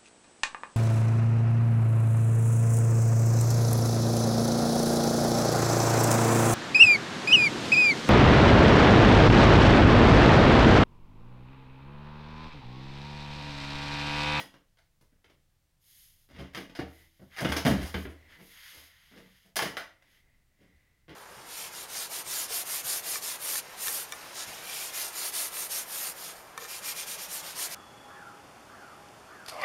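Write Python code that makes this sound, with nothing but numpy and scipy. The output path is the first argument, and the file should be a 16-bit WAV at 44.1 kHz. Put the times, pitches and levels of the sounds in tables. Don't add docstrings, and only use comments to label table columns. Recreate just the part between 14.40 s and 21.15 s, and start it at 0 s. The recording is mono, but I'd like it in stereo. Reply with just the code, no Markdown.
import sys
import numpy as np
from scipy import signal
from scipy.fft import rfft, irfft
from scipy.io import wavfile
from scipy.ndimage import uniform_filter1d

SR = 44100
rng = np.random.default_rng(int(sys.argv[2]) if len(sys.argv) > 2 else 0)


def master_out(mix):
    frames = np.transpose(np.atleast_2d(mix))
    ceiling = np.clip(frames, -1, 1)
    pcm = np.round(ceiling * 32767).astype(np.int16)
    wavfile.write(sys.argv[1], SR, pcm)


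N = 297675
SIZE = 32768


def gain_of(db):
    return 10 ** (np.asarray(db) / 20)


def unit(x):
    return x / np.sqrt(np.sum(x ** 2) + 1e-20)


def read(points, hz):
    frequency_hz, value = np.transpose(points)
    return np.interp(np.log(hz + 1), np.log(frequency_hz + 1), value)


def add(mix, start_s, sound):
    part = mix[:, max(round(start_s * SR), 0):][:, :sound.shape[1]]
    part += sound[:, :part.shape[1]]


def causal(db):
    log_gain = np.log(gain_of(np.r_[db, db[-2:0:-1]]))
    return np.exp(np.conj(signal.hilbert(log_gain)))[:len(db)]


def paired(spectra, correlation):
    left, right = spectra
    share = np.clip(correlation, -1, 1)
    return np.array([share * right + np.sqrt(1 - share ** 2) * left, right])


def sides(left_minus_right_db):
    ratio = gain_of(left_minus_right_db)
    return np.array([ratio, np.ones_like(ratio)]) * np.sqrt(2 / (1 + ratio ** 2))


def room_noise(level_db=-69.5):
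    # frequency_hz, relative_density_db
    density = [(12, -25), (20, 2), (42, -14), (59, -7), (144, -14), (282, -30), (315, -25.5), (427, -35.5),
               (465, -29.5), (1200, -35), (1580, -33.5), (2400, -35), (15500, -38.5)]
    # frequency_hz, correlation
    coherence = [(60, 0.33), (240, 0.12), (950, 0.093), (3770, 0.094), (15000, -0.29)]
    # frequency_hz, left_minus_right_db
    balance = [(60, -3.5), (180, -4), (550, 0), (1650, 0.5), (4970, -3.5), (15000, 1)]
    hz = np.fft.rfftfreq(N, 1 / SR)
    noise = paired(rfft(rng.standard_normal((2, N))), read(coherence, hz))
    air = irfft(noise * gain_of(read(density, hz)) * sides(read(balance, hz)), N)
    return gain_of(level_db) * air / np.std(air.mean(axis=0))


def stroke(middle_s, length_s, level_db, density, lift_db=0, grain_db=0.56, steepness=1.35):
    # frequency_hz, share_of_lift
    pressure = [(1500, 0.96), (3500, 0.46), (9000, 0.019)]
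    # frequency_hz, left_minus_right_db
    balance = [(60, -19), (110, -13), (200, -10), (380, -6), (700, -8.0), (1290, -18), (2380, -23),
               (4400, -15.5), (8120, -11), (15000, -6)]
    t, hz = (np.arange(SIZE) - SIZE // 2) / SR, np.fft.rfftfreq(SIZE, 1 / SR)
    colour = gain_of(read(density, hz) + lift_db * read(pressure, hz)) * sides(read(balance, hz))
    hiss = irfft(rfft(rng.standard_normal((2, SIZE))) * colour)
    grain = uniform_filter1d(rng.standard_normal(SIZE), size=400)
    arch = np.maximum(1 - (2 * t / length_s) ** 2, 0) ** steepness
    envelope = gain_of(level_db + grain_db * grain / np.std(grain)) * arch
    return middle_s + t[0], envelope * hiss / np.std(hiss.mean(axis=0))


def narrow_hiss():
    # middle_s, length_s, level_db
    swells = [(2.583, 0.28, -63.5), (3.908, 0.6, -61.5), (5.7, 1, -72), (6.379, 0.72, -72)]
    # frequency_hz, relative_density_db
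    density = [(300, 2.5), (1300, -10), (1750, -1), (2020, 11), (2250, -0.5), (2550, -5), (8000, -21)]
    out = np.zeros((2, N))
    for middle_s, length_s, level_db in swells:
        add(out, *stroke(middle_s, length_s, level_db, density))
    return out


def cloth():
    # middle_s, length_s, level_db, pressure_lift_db
    swishes = [(1.594, 0.41, -58.5, -24), (1.801, .26, -69, -23), (2.573, 0.29, -65.5, -16),
               (2.781, 0.66, -72, -10), (2.969, 0.15, -52.5, 10), (3.598, 0.19, -54.5, -15),
               (3.933, .13, -56.5, 10.5), (4.091, 0.27, -59.5, -18), (4.24, 0.37, -53, 0),
               (4.35, 0.39, -53.5, -9.5), (4.625, 1, -62.5, 1), (4.993, 0.32, -66, -3.5),
               (5.742, 0.21, -67, -1)]
    # frequency_hz, relative_density_db
    density = [(100, -30), (700, -6.5), (1200, 0), (2050, 12.5), (2500, 3), (3200, 9), (4300, 0),
               (5000, 3.5), (5800, -5.5), (6600, 0.5), (7500, -14.5), (9500, -6), (12000, -1), (15500, -12)]
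    out = np.zeros((2, N))
    for middle_s, length_s, level_db, lift_db in swishes:
        add(out, *stroke(middle_s, length_s, level_db, density, lift_db))
    return out


def room_response(t, hz, build_s=0.00049, echoes_per_s=5000, spread_db=3):
    # frequency_hz, t60_s
    decay_times = [(70, 0.25), (200, 0.25), (600, 0.32), (2000, 0.33), (5000, 0.32), (14000, 0.28)]
    # frequency_hz, reverberant_over_direct_db
    wet = [(70, -5), (200, 0.5), (600, 7.5), (2000, 2), (14000, 6)]
    # frequency_hz, correlation
    coherence = [(100, 1), (250, 1), (500, 0.77), (1000, 0.48), (3000, 0.31), (15000, 0.086)]
    echoes = (rng.random((2, SIZE)) < echoes_per_s / SR) * rng.choice([-1, 1], (2, SIZE))
    echoes = echoes * gain_of(spread_db * rng.standard_normal((2, SIZE))) * (1 - np.exp(-t / build_s))
    centres_hz, t60s = np.transpose(decay_times)
    tail = 0
    for t60_s, band in zip(t60s, np.eye(len(centres_hz))):
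        decaying = np.array([unit(side) for side in echoes * np.exp(-np.log(1000) * t / t60_s)])
        tail = tail + rfft(decaying) * read(np.c_[centres_hz, band], hz)
    return 1 + paired(tail, read(coherence, hz)) * gain_of(read(wet, hz))


def case_response(t, hz, left_delay_s=0.00022):
    # pitch_hz, peak_over_click_db, t60_s
    modes = [(66.8, -9.5, 0.73), (77.9, 25, 0.56), (137, 17.5, 0.063), (186.6, 20, 0.25), (245, 2, 0.073),
             (274, 13.5, 0.32), (326.3, -0.5, 0.9), (462, 3.5, 0.24), (541.4, 7, 0.53), (581, -7.5, 0.63),
             (649, -1.5, 0.088), (885, 2.5, .2), (1070, -5, 0.12), (1200, -18.5, 0.54), (1517, -6, 0.2),
             (1673, -5, 0.41), (1930, -0.5, 0.48), (2844, 3.5, 0.08), (3120, -4, 0.05), (4930, -1, 0.008)]
    # frequency_hz, gain_db
    colour = [(25, -8), (60, 5), (105, 8), (200, -3), (400, -1.5), (900, -6), (2100, 4.5), (2500, -3.5),
              (3200, -1.5), (4100, -9), (5000, -11.5), (6700, -14), (7600, -25), (10500, -19),
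              (16000, -28.5)]
    # frequency_hz, left_minus_right_db
    balance = [(60, -4.5), (99, -6.5), (160, -4), (270, -6.5), (450, -8.5), (740, -8.5), (1220, -8.5),
               (2010, -17), (3330, -13), (5500, -10.5), (9080, -6.5), (15000, -5.5)]
    ring = np.zeros(len(t))
    ring[0] = 1
    for pitch_hz, peak_db, t60_s in modes:
        damping = np.log(1000) / t60_s
        amplitude = gain_of(peak_db) * 2 * damping / SR
        ring += amplitude * np.exp(-damping * t) * np.cos(2 * np.pi * pitch_hz * t)
    response = rfft(ring) * causal(read(colour, hz)) * sides(read(balance, hz))
    response[0] *= np.exp(-2j * np.pi * hz * left_delay_s)
    return response


def contact_force(t, chatter_s, snap_share, slips_per_s=1500, spread_db=4, parts=2):
    slips = (rng.random(SIZE) < slips_per_s / SR) * rng.choice([-1, 1], SIZE)
    slips = slips * gain_of(spread_db * rng.standard_normal(SIZE)) * t * np.exp(-t / chatter_s)
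    force = np.sqrt(1 - snap_share) * unit(slips)
    force[0] += np.sqrt(snap_share)
    on_part = rng.integers(0, parts, SIZE) == np.arange(parts)[:, None]
    return rfft(force * on_part)


def voiced(spectrum, hz, levels_db, averaging_s=0.05):
    edges_hz = [40, 110, 400, 1400, 6000, 16000]
    centres_hz = np.sqrt(np.multiply(edges_hz[:-1], edges_hz[1:]))
    power = np.mean(abs(spectrum) ** 2, axis=0) * 2 / (SIZE * SR * averaging_s)
    shape_db = np.zeros(len(hz))
    for _ in range(2):
        band_power = np.add.reduceat(power * gain_of(shape_db) ** 2, np.searchsorted(hz, edges_hz))[:-1]
        shape_db += read(np.c_[centres_hz, levels_db - 10 * np.log10(band_power)], hz)
    return spectrum * causal(shape_db)


def struck_part(hz, pitch_hz, lift_db=4.5, width_octaves=0.25):
    octaves = np.log2((hz + 1) / pitch_hz)
    return causal(lift_db * np.exp(-0.5 * (octaves / width_octaves) ** 2))


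def low_thuds(settle_s=0.0036, snap_share=0.25, pitch_hz=66):
    # start_s, level_db
    thuds = [(1.929, -54), (1.969, -49.5), (2.012, -43), (2.402, -46), (2.809, -60), (3.095, -34.5),
             (3.282, -34), (3.365, -37.5), (3.412, -39.5), (3.545, -34), (3.655, -38.5), (4.37, -59.5),
             (6.331, -66), (6.689, -62)]
    offsets_db = [-3, -17, -17, -35.5, -45.5]
    for start_s, level_db in thuds:
        yield start_s, settle_s, snap_share, level_db + np.array(offsets_db), pitch_hz


def contact_blows(max_snap_share=0.31, snap_fade_s=0.011):
    # start_s, clack_db, boom_over_clack_db, tick_over_clack_db, chatter_s, pitch_hz
    contacts = [(0.001, -43.5, -6, -7, .002, 3180), (0.141, -60.5, 1, -15, .0012, 1280),
                (0.176, -91, 12, -9, .004, 305), (0.372, -72, -22, -11, .0015, 3900),
                (0.386, -67, -18, -11, 0.003, 4530), (0.612, -71.5, 5, -1.5, .0025, 1080),
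                (0.722, -82, 12, -26, 0.0046, 1820), (0.844, -63.5, -8.5, -14, 0.0021, 2170),
                (0.899, -66, -1, -13, 0.0015, 420), (1.89, -60, 1, -11.5, 0.016, 249),
                (1.934, -49, -5.5, -18, 0.039, 245), (1.989, -51.5, 10.5, -13, 0.0075, 2930),
                (2.135, -60, -16, -10, .003, 1900), (2.148, -41, -10.5, -11.5, 0.0025, 2350),
                (2.174, -44, 2.5, -11.5, .0006, 2840), (2.2, -66, 17, 3, 0.0026, 199),
                (2.297, -57.5, 1, -14, .002, 800), (2.352, -46.5, -20, -12, 0.0053, 4640),
                (2.39, -41.5, 7.5, -19.5, 0.0038, 726), (2.796, -70.5, 12.5, -21, 0.0032, 530),
                (2.818, -72.5, 20.5, -8, 0.0044, 1500), (2.965, -45, -26, -8, 0.0082, 2300),
                (2.984, -38, -16, -13.5, 0.005, 1810), (3.006, -39, -7, -6.5, .003, 626),
                (3.021, -53, 20.5, -10, .005, 530), (3.048, -32, 4, -19.5, 0.0049, 1250),
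                (3.09, -40.5, 5.5, -10.5, .004, 2400), (3.12, -32.5, -12, -10.5, .0014, 1400),
                (3.166, -32.5, -2.5, -8, .003, 5370), (3.251, -36, 7.5, -10.5, 0.00095, 1360),
                (3.258, -27.5, 4.5, -13.5, .005, 910), (3.278, -44.5, 21.5, 3, 0.0024, 760),
                (3.31, -35.5, 8, -13.5, 0.0024, 198.3), (3.364, -43, -0.5, -12, 0.018, 323),
                (3.414, -43.5, -11, -6, 0.015, 250), (3.455, -47, -28, -3, 0.012, 250),
                (3.543, -36.5, 2, -18.5, 0.0017, 2600), (3.653, -46, 0, -45, .002, 327),
                (3.683, -63.5, -8, -1, 0.012, 520), (3.989, -57.5, 3, -24, 0.012, 300),
                (4.32, -57.5, -6.5, -7.5, 0.035, 1060), (4.714, -59, -1, -32, .012, 314),
                (4.763, -55.5, 0.5, -11.5, 0.011, 500), (4.86, -76, 14.5, -24, 0.00095, 2330),
                (5.049, -70.5, 5, -4, .012, 567), (5.158, -40, -41, 1.5, 0.0019, 720),
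                (5.166, -32, -15.5, -2, 0.0018, 5240), (5.19, -30, -21.5, -30, 0.0019, 980),
                (5.222, -32, -9, -9, 0.0031, 445), (5.258, -42.5, 0, -13, .004, 284),
                (5.369, -35.5, -20, -14, 0.0023, 1230), (5.624, -68, -27.5, -12, 0.00072, 2340),
                (6.192, -69, 8.5, -11, 0.023, 2300), (6.682, -51.5, 2.5, -21, 0.017, 350),
                (6.694, -57, -3, -16, 0.0022, 125)]
    for start_s, clack_db, weight_db, hardness_db, chatter_s, pitch_hz in contacts:
        boom_db = clack_db + weight_db
        thud_db = boom_db - 18.5
        knock_db = 20 * np.log10(np.hypot(gain_of(boom_db - 9.5), gain_of(clack_db - 4)))
        levels_db = np.array([thud_db, boom_db, knock_db, clack_db, clack_db + hardness_db])
        snap_share = max_snap_share * np.exp(-chatter_s / snap_fade_s)
        yield start_s, chatter_s, snap_share, levels_db, pitch_hz


def case_and_steps(places=20):
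    t, hz = np.arange(SIZE) / SR, np.fft.rfftfreq(SIZE, 1 / SR)
    body = case_response(t, hz)
    paths = [room_response(t, hz) for _ in range(places)]
    fade = np.clip(2 - 2 * np.arange(SIZE) / (SIZE * 7 // 8), 0, 1)
    out = np.zeros((2, N))
    for start_s, chatter_s, snap_share, levels_db, pitch_hz in [*contact_blows(), *low_thuds()]:
        forces = contact_force(t, chatter_s, snap_share)
        spectrum = body * sum(force * paths[k] for force, k in zip(forces, rng.permutation(places)))
        blow = irfft(voiced(spectrum, hz, levels_db) * struck_part(hz, pitch_hz))
        add(out, start_s, blow * fade)
    return out


def scene():
    return case_and_steps() + cloth() + narrow_hiss() + room_noise()


def record(dry):
    cutoff_hz = 15950
    low_pass = signal.firwin(511, cutoff_hz, window=("kaiser", 9), fs=SR)
    return signal.oaconvolve(dry, low_pass[None], "same")


dry = scene()
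out = record(dry)
master_out(out)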